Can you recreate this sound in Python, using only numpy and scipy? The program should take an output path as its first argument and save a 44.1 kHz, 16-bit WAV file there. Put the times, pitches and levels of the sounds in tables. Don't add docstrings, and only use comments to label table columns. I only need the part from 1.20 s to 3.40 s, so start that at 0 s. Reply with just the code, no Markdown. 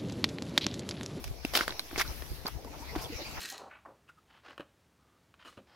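import sys
import numpy as np
from scipy import signal
from scipy.fft import rfft, irfft
from scipy.io import wavfile
from scipy.ndimage import uniform_filter1d

SR = 44100
rng = np.random.default_rng(int(sys.argv[2]) if len(sys.argv) > 2 else 0)


def dump_mix(stems):
    frames = np.atleast_2d(stems).T
    limited = np.clip(frames, -1, 1)
    pcm = np.round(limited * 32767).astype(np.int16)
    wavfile.write(sys.argv[1], SR, pcm)


N = 97020

# frequency in Hz, level in dB.
GRIT_COLOUR = [(100, -28.5), (300, -2.5), (800, -2.5), (1500, -0.5), (2800, -3), (5400, -1.5), (6800, -11),
               (8600, -14), (11500, -10), (15500, -17)]
STEP_WIDTH = 0.66
SPRAY_PER_S, SPRAY_SPREAD_DB = 16000, 3
GLIDE_PER_S = 6.07


def undb(db):
    return 10 ** (np.asarray(db) / 20)


def unit(x):
    return x / np.sqrt(np.mean(x ** 2) + 1e-20)


def clock():
    return np.arange(N) / SR


def freqs():
    return np.maximum(np.arange(N // 2 + 1) * SR / N, 1)


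def shape(points):
    hz, db = np.array(points).T
    return undb(np.interp(np.log(freqs()), np.log(hz), db))


def colour(x, gain):
    cepstrum = irfft(np.log(unit(gain) + 1e-9), N)
    cepstrum[1:N // 2] *= 2
    cepstrum[N // 2 + 1:] = 0
    return irfft(rfft(x) * np.exp(rfft(cepstrum)), N)


def curve(points):
    return undb(np.interp(clock(), *np.array(points).T))


def wander(turns_per_s):
    hold = int(SR / turns_per_s)
    stairs = np.repeat(rng.standard_normal(N // hold + 1), hold)
    return unit(uniform_filter1d(stairs, hold)[:N])


def spread(pair, width, wide_hz=1090):
    share = width * freqs() / np.hypot(freqs(), wide_hz)
    mid, side = rfft(pair)
    return irfft(np.array([mid + share * side, mid - share * side]) / np.sqrt(1 + share ** 2), N)


def grains(per_s, spread_db):
    size = undb(spread_db * np.minimum(rng.exponential(size=(2, N)), 5))
    hits = rng.random((2, N)) < per_s / SR
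    return unit(hits * size * np.sign(rng.standard_normal((2, N))))


def ring(start, hz, decay_s, rise_s, glide=0, left_lag_s=0.0001):
    out = np.zeros((2, N))
    first = int(np.clip(start * SR, 0, N - 1))
    last = min(N, first + int(10 * (decay_s + rise_s) * SR))
    t = np.maximum(np.arange(first, last) / SR - start - np.array([[left_lag_s], [0]]), 0)
    level = (1 - np.exp(-(t / rise_s) ** 2)) * np.exp(-t / decay_s)
    out[:, first:last] = level / (level.max() + 1e-9) * np.sin(2 * np.pi * hz * t * (1 + glide * t / 2))
    return out


def bubbles(per_s, low_hz, octaves, decay_cycles):
    out = np.zeros((2, N))
    for when, pitch, size, side in rng.random((1000, 4))[:int(per_s * N / SR)]:
        hz = low_hz * 2 ** (octaves * pitch)
        first = int(when * N)
        t = np.arange(min(N - first, int(np.log(1000) * decay_cycles / hz * SR))) / SR
        level = undb(20 * size - 25) * (1 - np.exp(-t * hz)) * np.exp(-t * hz / decay_cycles)
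        tone = np.sin(2 * np.pi * hz * t * (1 + GLIDE_PER_S * t / 2))
        pan = np.sqrt([[2 * side], [2 - 2 * side]])
        out[:, first:first + len(t)] += pan * level * tone
    return out


def flicker(spectrum, band_position, bands, depth_db, turns_per_s):
    out = 0
    for centre in bands:
        band = np.maximum(1 - abs(band_position - centre), 0)
        out = out + irfft(spectrum * band, N) * undb(depth_db * wander(turns_per_s))
    return unit(out)


def sea():
    # time in seconds, level in dB.
    swell = [(0, -51), (.11, -52), (.18, -58.5), (.28, -50), (.5, -55), (.58, -51.5), (.7, -54), (.9, -50),
             (1.05, -53), (1.21, -58), (1.42, -52), (1.62, -47), (1.69, -49), (1.85, -46), (1.99, -51.5),
             (2.08, -45.5), (2.2, -46)]
    # frequency in Hz, level in dB.
    tone = [(100, -23.5), (200, -4), (320, 0.5), (550, 0.5), (900, 0), (1400, -8), (2300, -17.5),
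            (5500, -21), (15500, -27)]
    water = spread(rng.standard_normal((2, N)), width=1)
    spectrum = rfft(water) * unit(shape(tone))
    wash = flicker(spectrum, np.log2(freqs()), range(6, 15), depth_db=5, turns_per_s=28.23)
    bubbling = bubbles(per_s=120, low_hz=394, octaves=5, decay_cycles=4.3)
    return (wash + undb(-12.5) * bubbling) * curve(swell)


def fizz():
    # time in seconds, level in dB.
    swell = [(0, -53.5), (.22, -62), (.27, -52.5), (.45, -50.5), (.56, -55), (.71, -52.5), (.91, -48.5),
             (1.08, -51), (1.16, -50), (1.22, -56.5), (1.3, -53), (1.41, -61.5), (1.66, -56), (1.8, -52.5),
             (1.88, -54.5), (2.2, -55)]
    # frequency in Hz, level in dB.
    tone = [(2000, 2), (5000, -1), (7000, -6.5), (8500, -4.5), (10500, 1), (12100, 4), (13700, 1),
            (15500, -4.5)]
    bursts = spread(grains(SPRAY_PER_S, SPRAY_SPREAD_DB), width=1.01)
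    return colour(bursts, shape(tone)) * curve(swell)


def trickle():
    # time in seconds, level in dB.
    swell = [(0, -54), (.2, -54.5), (.27, -48), (.45, -48.5), (.56, -51.5), (.7, -50), (.92, -47.5),
             (.97, -53), (1.05, -55.5), (1.22, -54), (1.3, -53), (1.42, -56.5), (1.63, -52), (1.7, -52),
             (1.8, -51.5), (1.88, -51), (1.95, -45), (2.07, -46.5), (2.2, -46)]
    # frequency in Hz, level in dB.
    tone = [(600, -4), (1400, -5.5), (2300, 2.5), (3200, -3.5), (4400, 0), (5700, 0.5), (7000, -8.5),
            (8500, -37), (15500, -12)]
    splashes = spread(grains(SPRAY_PER_S, SPRAY_SPREAD_DB), width=1)
    spectrum = rfft(colour(splashes, shape(tone)))
    quarter_octaves = 4 * np.log2(freqs() / 500)
    hiss = flicker(spectrum, quarter_octaves, range(21), depth_db=4, turns_per_s=22)
    drops = bubbles(per_s=110, low_hz=1495, octaves=2.6, decay_cycles=9.6)
    return (hiss + undb(7) * drops) * curve(swell)


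def wind(right_rumble_db=-82):
    # time in seconds, level in dB.
    left_rumble = [(0, -46.5), (.52, -42.5), (.6, -56), (.75, -40), (1.55, -43.5), (1.85, -38.5),
                   (2.07, -47), (2.2, -40)]
    # peak time and half length in seconds, left and right level in dB.
    puffs = [(0.085, 0.031, -46, -38), (0.112, 0.0069, -34.5, -44), (.76, 0.011, -47, -41),
             (0.898, 0.023, -43, -38), (1.121, 0.014, -40, -33.5), (1.359, 0.02, -37, -47),
             (1.773, 0.017, -45, -44), (1.959, 0.0067, -40, -73), (2.177, .012, -60, -48)]
    # frequency in Hz, level in dB.
    tone = [(15, -23.5), (30, -6), (55, 3), (75, -2), (100, -11), (135, -8), (200, -20), (400, -21.5),
            (1500, -102)]
    level = np.array([curve(left_rumble), np.full(N, undb(right_rumble_db))])
    for peak, half, left_db, right_db in puffs:
        level += undb([[left_db], [right_db]]) * np.exp(-((clock() - peak) / half) ** 2)
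    return level * colour(rng.standard_normal((2, N)), shape(tone))


def snaps(rise_s=0.00072, crack_s=0.00095, spray_s=0.0059, spray_db=-9):
    # start in seconds, ring level in dB, pitch in Hz, ring fade time in ms,
    # crack level in dB, extra crack brightness in dB per octave.
    events = [(0.0415, -32, 2520, 0.7, -29, 1.5), (.078, -39, 2320, 1, -39, -0.5),
              (.2496, -21.5, 2720, 1.7, -28, 1), (.352, -15, 3080, 1.5, -17.5, 0.5),
              (0.365, -29, 3560, 0.49, -16, 12), (0.3734, -29, 4230, 0.63, -15, 0),
              (0.3916, -21, 2970, .5, -28, -15), (0.4092, -12, 1525, .9, -24, -3),
              (.4793, -20.5, 1600, 0.82, -23.5, -1.3), (.493, -34, 1700, .8, -30, -2.5),
              (0.507, -24, 3900, 0.93, -33, -4.5), (.523, -30.5, 2330, 0.56, -34.5, -4),
              (0.5942, -17.5, 4150, 1.2, -26, 0.5), (0.712, -35, 1720, 0.8, -36, -4.5),
              (.7598, -23, 2250, .8, -27.5, -4.5), (0.797, -16, 2100, 0.48, -37, 13),
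              (0.806, -21.5, 1290, 1.8, -37, -1), (.812, -18, 1630, 0.77, -24.5, 4),
              (0.8159, -19, 2030, 2.6, -37, 3), (0.878, -31, 4070, 1, -57, 0),
              (1.0215, -62, 1720, 0.65, -32, -4), (1.2668, -23, 4570, 3, -37, 15),
              (1.2787, -34.5, 11800, 2, -31, 5.5), (1.4462, -44, 1000, 2.1, -43.5, 4.5),
              (1.847, -34.5, 3460, 2.7, -54, 8), (1.858, -36.5, 3320, 3.5, -55, 4)]
    out = 0
    noise = spread(rng.standard_normal((2, N)), STEP_WIDTH)
    for start, ring_db, hz, fade_ms, crack_db, tilt in events:
        age = np.maximum(clock() - start, 0)
        fade = np.exp(-age / crack_s) + undb(spray_db) * np.exp(-age / spray_s)
        burst = np.minimum(age / rise_s, 1) * fade * noise
        crack = colour(burst, shape(GRIT_COLOUR) * undb(tilt * np.log2(freqs() / hz)))
        ping = ring(start, hz, fade_ms / 1000, rise_s=0.0003)
        out = out + undb(ring_db) * ping + undb(crack_db) * crack
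    return out


def knocks(rise_s=0.00093, overtone_ratio=2.31, overtone_db=-6):
    # start in seconds, level in dB, pitch in Hz, fade time in ms.
    events = [(0.2483, -21, 284, 3.3), (.3365, -29, 520, 2.2), (.479, -28, 483, 1.3), (.729, -34, 306, 4.3),
              (0.7784, -23.5, 353, 1.94), (1.252, -27, 242, 1.3), (1.2579, -30.5, 805, 1.2),
              (1.2849, -29, 840, 0.68), (1.448, -36, 470, 2.7), (1.7527, -27.5, 940, 0.67),
              (1.7602, -24, 309, 7.1)]
    out = 0
    for start, db, hz, fade_ms in events:
        body = ring(start, hz, fade_ms / 1000, rise_s)
        overtone = ring(start, hz * overtone_ratio, fade_ms / 1000 / 2, rise_s)
        out = out + undb(db) * (body + undb(overtone_db) * overtone)
    return out


def crunches(rise_s=0.0027, gap_db=6.5, gap_octaves=0.37):
    # start, hold time and fade time in seconds, level in dB, pitch of the gap in Hz,
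    # extra brightness in dB per octave.
    events = [(.335, 0.028, 0.0078, -32.5, 755, 0.5), (0.35, 0.024, 0.019, -30, 3720, -1),
              (.386, 0.048, 0.011, -37.5, 1360, -0.7), (0.49, 0.024, 0.0067, -44.5, 1440, -5.5),
              (0.754, 0.02, 0.0091, -45.5, 2250, -2.5), (0.7762, 0.02, 0.0033, -32, 6050, 0.3),
              (0.795, 0.026, 0.0055, -30, 1920, -0.2), (0.846, 0.0074, 0.026, -46, 1380, -3.5),
              (1.254, 0.03, 0.01, -41, 1150, -2.5), (1.755, 0.0037, 0.0086, -36.5, 1250, -2),
              (1.778, 0.029, 0.019, -47, 2750, -2), (1.811, 0.031, 0.012, -44.5, 5400, 5)]
    out = 0
    grit = spread(grains(per_s=7500, spread_db=1.97), STEP_WIDTH)
    for start, hold, fade, db, hz, tilt in events:
        age = clock() - start
        pressure = np.clip(age / rise_s, 0, 1) * np.exp(-np.maximum(age - hold, 0) / fade)
        octaves = np.log2(freqs() / hz)
        boost_db = tilt * octaves + gap_db * np.exp(-(octaves / gap_octaves) ** 2)
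        out = out + undb(db) * colour(grit * pressure, shape(GRIT_COLOUR) * undb(boost_db))
    return out


def gurgles():
    # start in seconds, peak level in dB, starting pitch in Hz.
    events = [(1.38, -46.5, 704), (1.453, -41, 232), (1.468, -45.5, 861), (1.501, -45, 270),
              (1.599, -43.5, 261), (1.619, -41.5, 867), (1.725, -42, 422), (1.836, -44, 432),
              (1.895, -36.5, 279.6), (1.92, -38, 432), (2.012, -40.5, 302), (2.046, -44, 2330),
              (2.065, -45, 2120), (2.098, -69, 434)]
    return sum(undb(db) * ring(start, hz, decay_s=0.0093, rise_s=0.0075, glide=GLIDE_PER_S)
               for start, db, hz in events)


def reflect(x):
    # delay in ms, echo level in dB.
    bounces = [(.85, -22), (2.7, -18.5), (8.5, -21.5)]
    echoes = sum(undb(db) * np.exp(-2j * np.pi * freqs() * ms / 1000) for ms, db in bounces)
    return irfft(rfft(x) * (1 + echoes), N)


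def scene():
    pan = undb([[-0.3], [0.3]])
    steps = pan * (knocks() + reflect(crunches() + snaps()))
    return steps + wind() + fizz() + gurgles() + trickle() + sea()


def record(dry, top_hz=15780):
    return signal.sosfilt(signal.ellip(10, .2, 80, top_hz, fs=SR, output="sos"), dry)


dry = scene()
out = record(dry)
dump_mix(out)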